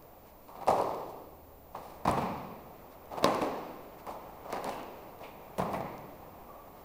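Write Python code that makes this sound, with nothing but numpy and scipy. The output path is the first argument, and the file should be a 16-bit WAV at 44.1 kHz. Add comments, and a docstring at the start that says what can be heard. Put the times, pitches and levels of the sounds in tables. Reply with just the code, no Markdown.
"""Five bodies are thrown onto foam mats in a bare, echoing martial-arts hall: shoulder, back, hips, legs.
Each landing is a low thud through the foam, a hollow slap of trapped air and a crack of skin and cotton.
One open hand slaps the mat close by. Around the falls, bare feet step, shuffle and skid, and stiff
jackets swish and snap. Near the end the hall rings briefly at one pitch.
Underneath lie the hall's low rumble and a camera's own hiss and thin whine."""
import sys
import numpy as np
from scipy import signal
from scipy.fft import rfft, irfft
from scipy.io import wavfile
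from scipy.ndimage import map_coordinates

SR = 44100
rng = np.random.default_rng(int(sys.argv[2]) if len(sys.argv) > 2 else 0)


def store_wav(level_fs):
    """Save 16-bit WAV to argv[1]."""
    pcm = np.round(np.clip(np.atleast_2d(level_fs), -1, 1) * 32767)
    wavfile.write(sys.argv[1], SR, pcm.T.astype(np.int16))


N = 301980
TIME = np.arange(N) / SR


def amp(db):
    """Turn decibels into a gain."""
    return 10 ** (np.asarray(db) / 20)


def along(points, hz):
    """Read between rows of (Hz, value), on a log frequency axis."""
    f, v = np.transpose(points)
    return np.interp(np.log(hz + 1), np.log(f + 1), v)


def add(track, s, x):
    """Mix x into the track, starting at s seconds."""
    part = track[max(round(s * SR), 0):][:len(x)]
    part += x[:len(part)]


def wobble(rate):
    """A smooth curve through `rate` random values a second."""
    return map_coordinates(rng.standard_normal(int(N * rate / SR) + 4), [np.arange(N) * rate / SR])


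def tone(hz):
    """A sine wave of average (rms) level 1 that follows a changing pitch."""
    return np.sqrt(2) * np.sin(2 * np.pi * np.cumsum(hz) / SR)


def noise(colour):
    """Steady noise of average (rms) level 1. A colour lists how strong each frequency is."""
    gains = amp(along(colour, np.fft.rfftfreq(N, 1 / SR)))
    x = irfft(rfft(rng.standard_normal(N)) * gains, N)
    return x / np.sqrt(np.mean(x ** 2))


def ring(colour, tilt=0, size=2048):
    """A short pulse of energy 1 with this colour. Tilt, in dB per octave, brightens it."""
    hz = np.fft.rfftfreq(size, 1 / SR)
    octaves = np.log2(np.maximum(hz, colour[0][0]))
    cepstrum = irfft(np.log(amp(along(colour, hz) + tilt * octaves)))
    cepstrum[1:size // 2] *= 2  # this fold packs the energy at the start of the pulse
    cepstrum[size // 2 + 1:] = 0
    pulse = irfft(np.exp(rfft(cepstrum)))
    return pulse / np.linalg.norm(pulse)


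def contact(length, pulse, grain_db, rise=0.15):
    """Many small uneven pushes swell and die away, as when a limb lands; each sounds the pulse."""
    t = np.arange(SR // 4) / SR
    press = (1 - np.exp(-t / (rise * length))) * np.exp(-t / length)
    press /= press.max()
    grain = np.repeat(rng.standard_normal(len(t)), SR // 1000)[:len(t)]  # changes every millisecond
    x = signal.fftconvolve(press * amp(grain_db * grain) * rng.standard_normal(len(t)), pulse)
    return x * np.linalg.norm(press) / np.linalg.norm(x)


# The colour of the rumble and hiss. Each row: frequency in Hz, level in dB.
RUMBLE_AND_HISS = [(15, 1), (30, -3.5), (70, -2), (140, -8.5), (350, -8.5), (700, -10), (1500, -33),
                   (5000, -34.5), (9000, -35.5), (14000, -31.5), (15000, -29), (15800, -42)]

def rumble_and_hiss(db=-58):
    """The hall's low rumble and the camera's hiss, as one steady noise."""
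    return amp(db) * noise(RUMBLE_AND_HISS)


# The whine's tones. Each row: pitch in Hz, level in dB.
WHINE_TONES = [(7386, -89), (11095, -92), (14836, -64.5)]

def whine():
    """The camera's thin, slightly unsteady whine."""
    return sum(amp(db) * tone(hz + 1.5 * wobble(10)) for hz, db in WHINE_TONES)


# The hum's one swell: peak time and half length in seconds, pitch in Hz, level in dB.
HUM_SWELL = (1.5, 0.6, 75.5, -62.5)

def hum():
    """A low, wavering hum that swells once and fades."""
    s, width, hz, db = HUM_SWELL
    swell = np.exp(-.5 * ((TIME - s) / width) ** 2)
    return amp(db) * swell * tone(hz + 1.45 * wobble(8.8))


# How long the echo lasts. Each row: frequency in Hz, seconds to fade by 60 dB.
ECHO_FADE = [(100, 0.94), (260, 1.81), (700, 1.025), (2000, 1.2), (5000, 1.28), (9000, 0.7), (15000, 0.39)]
# The colour the echo starts with. Each row: frequency in Hz, level in dB.
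ECHO_COLOUR = [(100, 1), (700, 1), (2200, 0), (5000, -2.5), (9000, 0), (15000, 4)]

def hall(x, delay=0.007, build=0.0065):
    """The hall's echo of x: it builds up after the first wall and dies fastest in the high treble."""
    hz, t, spectrum = signal.stft(rng.standard_normal(6 * SR // 5), SR, nperseg=256)
    decay = amp(along(ECHO_COLOUR, hz)[:, None] - 60 * t / along(ECHO_FADE, hz)[:, None])
    tail = signal.istft(spectrum * decay, SR, nperseg=256)[1]
    onset = 1 - np.exp(-np.maximum(np.arange(len(tail)) / SR - delay, 0) / build)
    return signal.fftconvolve(x, tail * onset / np.sqrt(SR / 10))


# How loud the shuffling is. Each row: time in seconds, level in dB.
SHUFFLE_LEVELS = [(0, -56.5), (1.6, -59.5), (1.9, -53.5), (3.0, -52.5), (4.3, -50.5), (6.85, -53.5)]
# The colour of bare feet on mats. Each row: frequency in Hz, level in dB.
FEET_COLOUR = [(100, -6), (200, -4.5), (380, -5), (550, -0.5), (750, -1), (1100, -6), (1550, -18.5),
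               (2400, -19.5), (3300, -28), (5500, -32.5), (7000, -35), (15000, -48)]

def shuffle():
    """Soles shuffle far off in the hall."""
    level_db = np.interp(TIME, *np.transpose(SHUFFLE_LEVELS)) + 0.5 * wobble(22)
    return amp(level_db) * noise(FEET_COLOUR)


# The colour of skin and cotton, also used for snaps and cracks. Each row: frequency in Hz, level in dB.
CRACK_COLOUR = [(500, -14), (1500, 1), (2150, 0), (2750, -2.5), (3150, -8), (3800, -6.5), (4400, -6.5),
                (5700, -11.5), (6700, -14.5), (10000, -17.5), (15500, -30.5)]
# Jacket swishes. Each row: peak time and half length in seconds, level in dB, tilt in dB per octave.
JACKET_SWISHES = [(.284, .03, -68.5, 3), (0.497, .056, -71, 6), (1.098, 0.028, -66, 7.5),
                  (1.874, .087, -64, 5.5), (2.93, .018, -66, 4), (3.446, 0.032, -55, 4),
                  (3.997, .011, -62, 2.5), (4.114, .028, -60.5, 4), (4.713, 0.051, -59, 9),
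                  (5.257, .036, -64, 2), (5.589, 0.0041, -45, 14), (5.616, 0.029, -57.5, 13),
                  (5.75, 0.032, -58, 12), (6.804, 0.045, -71, 4.5)]

def swishes():
    """Cotton rubs in short, uneven swishes, brightest when a fall whips it."""
    out = np.zeros(N)
    fibres = amp(1.4 * wobble(150)) * rng.standard_normal(N)
    for s, width, db, tilt in JACKET_SWISHES:
        near = np.abs(TIME - s) < 4 * width
        rub = amp(db) * np.exp(-.5 * ((TIME[near] - s) / width) ** 2) * fibres[near]
        add(out, TIME[near][0], signal.fftconvolve(rub, ring(CRACK_COLOUR, tilt)))
    return out


# Skids on the mat and, in the last row, a brief, narrow ring in the hall at about 1150 Hz.
# Each row: start and length in seconds, pitch in Hz, width in octaves, level in dB.
SKIDS_AND_HALL_RING = [(2.20, .086, 2370, 0.31, -53.5), (4.692, 0.078, 2680, .31, -55),
                       (5.226, 0.044, 2420, 0.59, -53.5), (5.736, 0.028, 2040, 0.41, -47),
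                       (5.839, 0.039, 2060, 0.47, -54.5), (6.479, .07, 1154, 0.12, -54)]

def skids_and_hall_ring(echo_db=-2):
    """Grainy sounds around one pitch each: stick-slip skids on the mat, then a brief ring in the hall."""
    out = np.zeros(N)
    for s, length, hz, width, db in SKIDS_AND_HALL_RING:
        band = [(hz / 16 ** width, -55), (hz / 2 ** width, -14), (hz, 0),
                (hz * 2 ** width, -14), (hz * 16 ** width, -55)]
        add(out, s, amp(db) * contact(length, ring(band), grain_db=3.5))
    return out + amp(echo_db) * hall(out)[:N]


# The louder snaps. Each row: start in seconds, level in dB.
LOUD_SNAPS = [(0.667, -41), (0.68, -35), (0.8142, -36), (.9463, -42), (2.1132, -29), (3.192, -42),
              (3.3476, -32), (3.42, -36), (4.0675, -42), (4.5265, -30.5), (4.644, -30.5), (4.694, -35),
              (4.831, -46), (5.583, -34), (5.7328, -37), (5.9804, -45)]

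def snaps(echo_db=-10, faint_count=6, faint_db=-54):
    """Cotton and bare soles give tiny, bright snaps; a few faint ones come at random times."""
    out, pulse = np.zeros(N), ring(CRACK_COLOUR, tilt=5.5)
    faint = [(rng.uniform(0, N / SR), rng.normal(faint_db, 1)) for _ in range(faint_count)]
    for s, db in LOUD_SNAPS + faint:
        add(out, s, amp(db) * contact(0.00041, pulse, grain_db=0))
    return out + amp(echo_db) * hall(out)[:N]


# The thud's colour. Each row: multiple of the thud's pitch, level in dB.
THUD_COLOUR = [(.12, -29), (.3, -15), (.5, -9.5), (.85, -2.5), (1.05, 0), (1.5, -3.5), (2.1, -11),
               (4, -30.5), (12, -67)]
# The hollow slap's colour. Each row: frequency in Hz, level in dB.
SLAP_COLOUR = [(100, -47), (280, -9.5), (420, -3), (600, -0.5), (800, 0), (1080, -5.5), (1260, -13),
               (1460, -30), (2500, -44), (8000, -65.5)]

def blow(length, db, slap_tilt, thud_db, thud_hz, crack_db, crack_tilt):
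    """One hit on the mat: weight thuds through the foam, trapped air slaps, skin and cloth crack."""
    out = np.zeros(2 * SR)
    thud = ring([(multiple * thud_hz, level) for multiple, level in THUD_COLOUR])
    slap, crack = ring(SLAP_COLOUR, slap_tilt), ring(CRACK_COLOUR, crack_tilt)
    parts = [(amp(thud_db) * contact(1.29 * length, thud, grain_db=2), thud, -1),  # foam gives slowly
             (contact(length, slap, grain_db=4, rise=0.23), slap, 1),
             (amp(crack_db) * contact(length, crack, grain_db=4, rise=0.18), crack, 1.5)]
    for direct, pulse, echo_db in parts:
        add(out, 0, direct)
        # the echo comes from all sides: it keeps the hit's energy and colour, but not its grain
        add(out, 0, amp(echo_db) * np.linalg.norm(direct) * hall(pulse, build=0.003 + length))
    return amp(db) * out


# Steps and supporting hands. Each row: start and contact time in seconds, level in dB.
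LIGHT_STEPS = [(.478, 0.034, -49), (.545, 0.05, -46.5), (.607, 0.027, -40.5), (1.745, 0.033, -39.5),
               (3.105, 0.083, -41), (3.172, 0.015, -33.5), (4.064, 0.036, -38.5), (4.444, 0.043, -44),
               (5.2, 0.045, -45), (6.22, 0.024, -54), (6.676, .006, -49)]

def steps():
    """Feet and hands touch the mat lightly, mostly on the way into a throw."""
    out = np.zeros(N)
    for s, length, db in LIGHT_STEPS:
        add(out, s, blow(length, db, slap_tilt=4.5, thud_db=-13, thud_hz=195,
                         crack_db=-16.5, crack_tilt=0))
    return out


# Legs and heels landing. Each row: start and contact time in seconds, level in dB.
LEG_DROPS = [(.776, 0.035, -32), (.885, 0.021, -37.5), (.985, .034, -44.5), (1.165, 0.018, -48.5),
             (2.171, 0.019, -30), (2.212, 0.015, -33.5), (3.338, 0.027, -37), (3.413, 0.018, -28.5),
             (3.565, 0.027, -45), (4.641, 0.071, -36.5), (4.792, 0.0076, -40), (5.733, .022, -33),
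             (5.805, 0.0043, -32.5)]

def legs():
    """Legs land where the body just fell (BODY_FALLS, below) and sound like it, but lighter and duller."""
    out = np.zeros(N)
    for s, length, db in LEG_DROPS:
        last_fall = [fall for fall in BODY_FALLS if fall[0] < s][-1]
        *_, slap_tilt, thud_db, thud_hz, crack_db, crack_tilt = last_fall
        add(out, s, blow(length, db, slap_tilt, thud_db - 0.5, thud_hz, crack_db - 1.5, crack_tilt))
    return out


# The struck mat's tones. Each row: pitch in Hz, width in Hz (wider dies sooner), level in dB.
MAT_TONES = [(304, 55, 0), (570, 160, 6), (1054, 76, 7), (1500, 130, -19), (2030, 220, -21),
             (2980, 200, -30), (3870, 190, -27), (5980, 400, -24)]
# The colour of a palm's crack. Each row: frequency in Hz, level in dB.
PALM_COLOUR = [(700, -24), (1600, -10), (2200, -5), (3000, -1.5), (3800, 2), (4500, -6.5), (5900, -1.5),
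               (6600, -22), (10000, -20), (15500, -20)]
# The nearby slap. Each row: start in seconds, push level in dB, crack level in dB.
HAND_SLAP = [(3.244, -7.5, -14)]

def hand_slap(finger_lead_s=0.002005, closing_s=0.00036):
    """Fingers touch first, then the flat palm cracks and gives one push that briefly rings the mat."""
    out, t = np.zeros(N), np.arange(SR // 10) / SR
    mat = sum(amp(db) * width * np.exp(-np.pi * width * t) * np.sin(2 * np.pi * hz * t)
              for hz, width, db in MAT_TONES)
    bass_cut = signal.butter(2, 150, "high", fs=SR, output="sos")  # a palm is too small for deep bass
    mat = signal.sosfilt(bass_cut, mat)
    for s, push_db, crack_db in HAND_SLAP:
        push = amp(push_db) * mat / np.abs(mat).max()
        skin = rfft(contact(closing_s, np.ones(1), grain_db=-19))
        click = irfft(skin / np.abs(skin))[:len(t)]  # all frequencies equally strong
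        palm = signal.fftconvolve(click, ring(PALM_COLOUR))[:len(t)]
        crack = amp(crack_db) * np.sqrt(closing_s * SR) * palm
        bounces = contact(0.0082, np.ones(1), grain_db=9)  # off the floor and nearby bodies
        fingers = amp(crack_db - 12) * contact(0.0031, ring(CRACK_COLOUR), grain_db=4.5)
        add(out, s - finger_lead_s, fingers)
        add(out, s, push + crack)
        add(out, s, amp(-16) * signal.fftconvolve(push + crack, bounces / np.linalg.norm(bounces)))
        add(out, s, amp(-2) * hall(push))
        add(out, s, amp(-4) * np.linalg.norm(crack) * hall(ring(CRACK_COLOUR, tilt=0.5)))
    return out


# The five falls. Each row: shoulder start in seconds, shoulder level in dB above the back, back start
# and contact time in seconds, slap level in dB, slap tilt in dB per octave, thud level in dB above the
# slap, thud pitch in Hz, crack level in dB above the slap, crack tilt in dB per octave.
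BODY_FALLS = [(.672, -8, 0.68, .012, -19.5, 1.5, -18.5, 135, -19.5, 2.5),
              (2.051, -3.5, 2.073, .01, -23, 5.5, -5, 161.5, -13.5, -1),
              (3.226, -5, 3.255, 0.0099, -25.5, 1.5, -5.5, 287, -11.5, -2),
              (4.498, -7.5, 4.522, .02, -33.5, 1, -11, 222, -10.5, -1.5),
              (5.58, -5, 5.592, .013, -27.5, 3, -5, 167.5, -15, -2)]

def falls():
    """A body rolls over its shoulder onto its back; the hips follow, later after a softer landing."""
    out = np.zeros(N)
    for shoulder_s, shoulder_db, back_s, length, db, tilt, thud_db, *rest in BODY_FALLS:
        shoulder = blow(0.78 * length, db + shoulder_db, tilt, thud_db, *rest)
        back = blow(length, db, tilt, thud_db, *rest)
        hips = blow(1.05 * length, db - 3.5, tilt, thud_db + 1.5, *rest)  # softer, but heavier
        add(out, shoulder_s, shoulder)
        add(out, back_s, back)
        add(out, back_s + 1.7 * length, hips)
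    return out


def scene():
    """Everything heard at one microphone by the edge of the mats."""
    hits = falls() + legs() + steps() + hand_slap()
    small_sounds = snaps() + skids_and_hall_ring() + shuffle() + swishes()
    background = hum() + whine() + rumble_and_hiss()
    return (hits + small_sounds + background)[None]


def record(dry, top_hz=15900):
    """The camera cuts off the very highest treble."""
    return irfft(rfft(dry) * (np.fft.rfftfreq(N, 1 / SR) < top_hz), N)


dry = scene()
out = record(dry)
store_wav(out)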